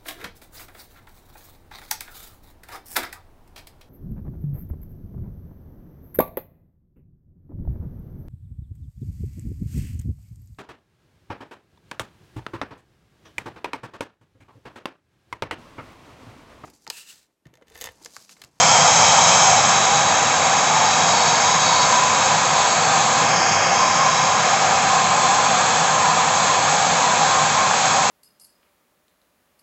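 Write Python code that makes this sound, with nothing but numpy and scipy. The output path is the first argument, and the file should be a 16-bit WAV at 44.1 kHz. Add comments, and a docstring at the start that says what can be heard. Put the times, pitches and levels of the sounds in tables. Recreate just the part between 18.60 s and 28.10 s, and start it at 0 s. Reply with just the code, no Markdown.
"""At a charcoal block, close to the microphone, two gas torches play on a metal billet.
Their turbulent flames rumble and roar steadily in the hollow of the hearth; each time a flame
catches the work it howls for a moment. Each gas jet hisses in its own resonances.
The first second is a harder blast; midway the near torch is drawn back and eased in again."""
import sys
import numpy as np
from scipy import signal
from scipy.fft import rfft, irfft
from scipy.io import wavfile

SR = 44100
rng = np.random.default_rng(int(sys.argv[2]) if len(sys.argv) > 2 else 0)


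def master_out(mix):
    """Clip the mix to full scale and print it as 16-bit PCM to the path in sys.argv[1]."""
    frames = np.transpose(np.atleast_2d(mix))
    ceiling = np.clip(frames, -1, 1)
    pcm = np.round(ceiling * 32767).astype(np.int16)
    wavfile.write(sys.argv[1], SR, pcm)


N = 418950
TIME = np.arange(N) / SR
BINS = np.fft.rfftfreq(N, 1 / SR)


def gain_of(db):
    """Decibels to amplitude."""
    return 10 ** (np.asarray(db) / 20)


def unit_rms(x):
    """Scales to an rms of 1."""
    return x / np.sqrt(np.mean(x ** 2) + 1e-20)


def curve(rows, column=1):
    """One column of a table, joined by straight lines in time."""
    columns = np.transpose(rows)
    return np.interp(TIME, columns[0], columns[column])


def swell(start_s, length_s, attack_s, release_s):
    """Attack, hold and release, from 0 to 1."""
    rise = (TIME - start_s) / attack_s
    fall = (start_s + length_s - TIME) / release_s
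    return np.clip(np.minimum(rise, fall), 0, 1)


def spectrum(points):
    """Gain at every frequency, joined from a few points."""
    hz, db = np.transpose(points)
    return gain_of(np.interp(np.log(BINS + 1), np.log(hz + 1), db))


def turbulence(colour):
    """Random pressure of rms 1 with the given colour."""
    return unit_rms(irfft(rfft(rng.standard_normal(N)) * colour, N))


def drift(rate_hz):
    """Random wander of rms 1, up to about the given rate."""
    return turbulence(1 / (1 + (BINS / rate_hz) ** 2))


def gas_noise(modes, level_db=0):
    """Gas rushing through a set of steep-sided resonances."""
    power = sum(gain_of(db) ** 2 / (1 + 2 * ((BINS - hz) / width) ** 2) ** 2 for hz, width, db in modes)
    return turbulence(np.sqrt(power)) * gain_of(level_db)


def notch(x, hz, width_hz, depth):
    """Takes a share of one band out of the sound; the band may move."""
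    carrier = np.exp(2j * np.pi * np.cumsum(hz * np.ones(N)) / SR)
    pole = np.exp(-np.pi * width_hz / SR)
    band = 2 * (carrier * signal.lfilter([1 - pole], [1, -pole], x / carrier)).real
    return x - np.clip(depth, 0, 1) * band


def blast(hold_s=0.89, fall_s=0.5):
    """Extra gas pressure: 1 in the opening blast, sinking to 0 as the valve is eased."""
    return np.exp(-np.maximum(TIME - hold_s, 0) / fall_s)


def drawn_back(start_s=4.56, out_s=0.22, return_s=1.83):
    """How far the near torch is from the work, from 0 to 1."""
    return swell(start_s, out_s + return_s, out_s, return_s)


# The free flame, outside the hearth. Each row: centre in Hz, width in Hz, relative level in dB.
FREE_FLAME_BANDS = [(345, 75, 0)]

def whoosh(level_db=-39):
    """Soft rush of the free flame while the near torch is farthest back."""
    return gas_noise(FREE_FLAME_BANDS, level_db) * drawn_back() ** 4


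# The broad low end around the block. Each row: frequency in Hz, relative level in dB.
RUMBLE_SPECTRUM = [(20, -35), (62, -16), (90, -6.5), (130, -1.5), (200, -8.5), (320, -20.5), (1000, -73.5)]
# Resonances of that space. Each row: centre in Hz, width in Hz, relative level in dB.
BOOM_BANDS = [(100.0, 15, -7.5), (123, 13, -7.5), (154.2, 15.7, 0.5), (179.6, 19, -4.5), (221, 39, -5.5),
              (283, 26, -8), (355, 20.0, -9)]

def rumble(broad_db=-43, boom_db=-32, blast_db=0.5, howling_db=-1.3, waver_db=0.06):
    """The large eddies of the flames boom in the space around the block."""
    broad = gain_of(broad_db) * turbulence(spectrum(RUMBLE_SPECTRUM))
    boom = gas_noise(BOOM_BANDS, boom_db)
    change_db = blast_db * blast() + howling_db * howling() + waver_db * drift(rate_hz=2.5)
    return (broad + boom) * gain_of(change_db)


# The sizzle at the billet. Each row: centre in Hz, width in Hz, relative level in dB.
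SIZZLE_BANDS = [(3840, 120, -1), (4460, 150, 2), (5130, 100, -14)]
# The jet's passes over it. Each row: start in seconds, length in seconds, level in dB.
GRAZE_PASSES = [(2.05, .4, -38), (2.45, .42, -29.5), (2.95, 0.41, -26), (3.9, 0.62, -34)]

def graze(edge_s=0.14):
    """Thin sizzle each time the near jet brushes the billet."""
    strength = sum(gain_of(db) * swell(start_s, length_s, edge_s, edge_s)
                   for start_s, length_s, db in GRAZE_PASSES)
    return gas_noise(SIZZLE_BANDS) * strength


# The nozzle's resonances. Each row: centre in Hz, width in Hz, relative level in dB.
NOZZLE_BANDS = [(1028.0, 250, -5), (3866, 110, -1), (6550, 440, -5)]
# Its whistle coming and going. Each row: time in seconds, base level in dB.
WHISTLE_LEVELS = [(0, -38), (.35, -24.5), (1.5, -25), (1.85, -28), (2.1, -26.5), (3.2, -24.5), (4.2, -31),
                  (5.6, -24.5), (6.6, -45.5), (7.9, -33.5), (9.5, -36.5)]

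def whistle(drawn_db=-17, flutter_db=0.9):
    """The nozzle whistles unsteadily and fades while the near torch is drawn back."""
    level_db = curve(WHISTLE_LEVELS) + drawn_db * drawn_back() ** 2 + flutter_db * drift(rate_hz=14)
    return gas_noise(NOZZLE_BANDS, level_db)


# The jet farther from the microphone. Each row: centre in Hz, width in Hz, relative level in dB.
FAR_JET_BANDS = [(3473, 350, -1), (4150, 470, -1), (4690, 240, -4.5), (5730, 348.0, -7), (6520, 360, -0.8),
                 (6930, 350, -6), (7505, 570, 0.0)]
# Its hiss as it is moved about. Each row: time in seconds, base level in dB.
FAR_JET_LEVELS = [(0, -24), (1.8, -26.5), (3.6, -25.5), (4.4, -25), (6.0, -27.5), (6.8, -24.5),
                  (7.3, -25.5), (9.5, -25.5)]

def far_jet(blast_db=1, drawn_db=-9):
    """The far torch hisses harder in the blast and slackens while the near one is drawn back."""
    level_db = curve(FAR_JET_LEVELS) + blast_db * blast() + drawn_db * drawn_back() ** 2
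    return gas_noise(FAR_JET_BANDS, level_db)


# The jet nearer the microphone. Each row: centre in Hz, width in Hz, relative level in dB.
NEAR_JET_BANDS = [(2160, 230, -1), (3237, 110.0, -1.5), (4754, 78, -1.5), (4990, 780, -5.5),
                  (5360, 273.0, -2.5), (5740, 370, -9), (6470, 371.0, -1)]
# Its hiss as it is moved about. Each row: time in seconds, base level in dB.
NEAR_JET_LEVELS = [(0, -21), (.9, -25), (1.2, -28), (1.8, -30), (2.1, -27), (2.9, -25), (3.6, -29),
                   (4.3, -31.5), (7.6, -33), (9.5, -30.5)]
# Its rush under pressure. Each row: centre in Hz, width in Hz, relative level in dB.
RUSH_BANDS = [(150, 60, -6.5), (543, 68, -4), (707, 73, 1.5), (970, 170, -1), (1285, 240, -4.5),
              (1940, 120, -12), (2310, 83, -5.5), (2556, 135, -9), (3163, 170, -5), (5460, 630, -8),
              (6400, 255, -2.5), (6570, 380, -9.5), (7440, 790, -9)]

def near_jet(drawn_db=9, rush_db=-32.5, blast_db=16, fade_db_per_s=0.3):
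    """The near torch hisses more when clear of the work; pressure adds a coarse rush that slackens."""
    rush = gas_noise(RUSH_BANDS, rush_db + blast_db * blast() - fade_db_per_s * TIME)
    return gas_noise(NEAR_JET_BANDS, curve(NEAR_JET_LEVELS) + drawn_db * drawn_back()) + rush


# The band cancelled at the microphone. Each row: time in seconds, centre in Hz, depth from 0 to 1.
REFLECTION_NOTCH = [(0, 4440, 0.2), (1.0, 4430, .42), (1.4, 4124, 0.4), (3.3, 4140, 0.2),
                    (4.55, 3740, 0.23), (4.9, 3800, 0.1), (5.35, 4320, 0.3), (6.0, 4500, 0)]

def hiss(waver_db=0.43):
    """Both hand-held jets; a reflection off the block thins one band, which moves with the torch."""
    jets = near_jet() + far_jet() + whistle() + graze()
    jets *= gain_of(waver_db * drift(rate_hz=4))
    return notch(jets, hz=curve(REFLECTION_NOTCH), width_hz=350, depth=curve(REFLECTION_NOTCH, column=2))


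# The drone from inside the hearth. Each row: time in seconds, level in dB.
DRONE_LEVELS = [(0, -25), (2.6, -25.5), (3.6, -29), (4.4, -24.5), (5.6, -28.5), (6.2, -22), (7.1, -26),
                (9.5, -27.5)]

def drone(hz=780, jitter_hz=34):
    """The flame sustains the hearth's main resonance: slow to swell, restless in pitch."""
    phase = 2 * np.pi * np.cumsum(hz + jitter_hz * drift(rate_hz=45)) / SR
    return unit_rms(np.cos(phase)) * gain_of(curve(DRONE_LEVELS))


HOWL_ATTACK_S, HOWL_RELEASE_S = 0.064, 0.08
# A flame catches the work, close by. Each row: start in seconds, length in seconds, midway pitch in Hz,
# glide in Hz per second, relative level in dB, share of pure tone from 0 to 1.
FLAME_CATCHES = [(0.04, .2, 940, 300, -22.5, .4), (0.22, 0.547, 864, 104, -21, .35),
                 (0.74, .34, 810, -250, -19.5, 0.48), (1.26, 0.24, 820, -1, -24.5, .4),
                 (1.99, .33, 855, 448, -21, .55), (2.439, .42, 953, 250.5, -23, 0.61),
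                 (2.78, .4, 996, 50, -22.5, .65), (3.08, .55, 1000, 30.5, -19, .75),
                 (3.603, .54, 1000, 197, -24.5, .35), (4.374, 0.33, 1020, 0, -22.5, 0.42),
                 (5.131, .69, 1044, -50, -21, .6), (6.24, .71, 1036, -51, -21.3, .62),
                 (7.248, 0.79, 1017, -2.5, -21.5, .55), (8.06, .25, 827, 98, -21.5, .55),
                 (8.357, .24, 1020, -400, -20.5, .6), (8.55, 0.158, 820, 0, -20.5, 0.8),
                 (8.689, .18, 1070, 0, -18.5, .6), (8.91, .22, 1075, 0, -19.5, .6),
                 (9.069, .12, 900, -3000, -22, .6), (9.16, 0.18, 795, 2, -25, 0.5),
                 (9.307, .22, 1055, -81, -23.5, .55)]

def howl(level_db=-1.15, width_hz=65, jitter_hz=19, wander_hz=48, sag_hz=69.5):
    """Eddies shed at the work: a fuzzy, gliding band; the purer its tone, the less it wanders."""
    jitter = jitter_hz * drift(rate_hz=35)
    wander = wander_hz * drift(rate_hz=12)
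    fuzz = drift(width_hz) + 1j * drift(width_hz)
    sound = np.zeros(N)
    for start_s, length_s, hz, glide, db, pure in FLAME_CATCHES:
        strength = swell(start_s, length_s, HOWL_ATTACK_S, HOWL_RELEASE_S)
        on = strength > 0
        pitch = hz + glide * (TIME[on] - start_s - length_s / 2)
        pitch -= sag_hz * (1 - strength[on])  # lower as the flame catches and lets go
        pitch += jitter[on] + (1 - pure) * wander[on]
        carrier = np.exp(2j * np.pi * np.cumsum(pitch) / SR)
        tone = carrier * (np.sqrt(2 * pure) + np.sqrt(1 - pure) * fuzz[on])
        sound[on] += gain_of(db + level_db) * strength[on] * tone.real
    return sound


def howling():
    """How firmly the flame is locked into a howl; a locked flame is less turbulent."""
    return sum(pure * swell(start_s, length_s, HOWL_ATTACK_S, HOWL_RELEASE_S)
               for start_s, length_s, *_, pure in FLAME_CATCHES)


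# The hollow of the hearth, from close up. Each row: centre in Hz, width in Hz, relative level in dB.
HEARTH_BANDS = [(518.4, 106, -10), (654, 120, -10), (776, 143, -4.5), (1013, 210, -5.5), (1230, 142, -7),
                (1402, 113, -11.5), (1558, 57, -10), (1668, 126, -10.5), (1828, 208, -15),
                (2268, 303, -14.5), (2520, 92, -12.5), (2710, 83, -16.5), (3010, 620, -20.5),
                (6590, 840, -18)]

def roar(level_db=-18.5, blast_db=0.1, howling_db=-1.15):
    """Combustion noise ringing in the hearth, dipping a little under each howl."""
    return gas_noise(HEARTH_BANDS, level_db + blast_db * blast() + howling_db * howling())


def scene():
    """Flames and jets, all heard from one spot close to the block."""
    hearth = roar() + drone() + rumble() + howl() + hiss()
    # The hearth has a dead band between boom and roar; the drawn-back flame burns outside it.
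    hearth = notch(hearth, hz=337, width_hz=43, depth=0.33 + 0.25 * blast())
    return (hearth + whoosh())[None]


# The microphone's bass and treble roll-off. Each row: frequency in Hz, gain in dB.
MICROPHONE_RESPONSE = [(20, -23), (50, -7), (85, -1), (7600, 0.5), (7800, -1.5), (8000, -13.5), (8220, -7),
                       (8400, -13), (8550, -23)]

def record(dry, ceiling=0.86, cutoff_hz=8549):
    """One close microphone: its colour, overload on the rare highest peaks, then the band limit."""
    coloured = irfft(rfft(dry) * spectrum(MICROPHONE_RESPONSE), N)
    clipped = np.clip(coloured, -ceiling, ceiling)
    lowpass = signal.firwin(1023, cutoff_hz, window=("kaiser", 9), fs=SR)
    return signal.oaconvolve(clipped, lowpass[None], "same")


dry = scene()
out = record(dry)
master_out(out)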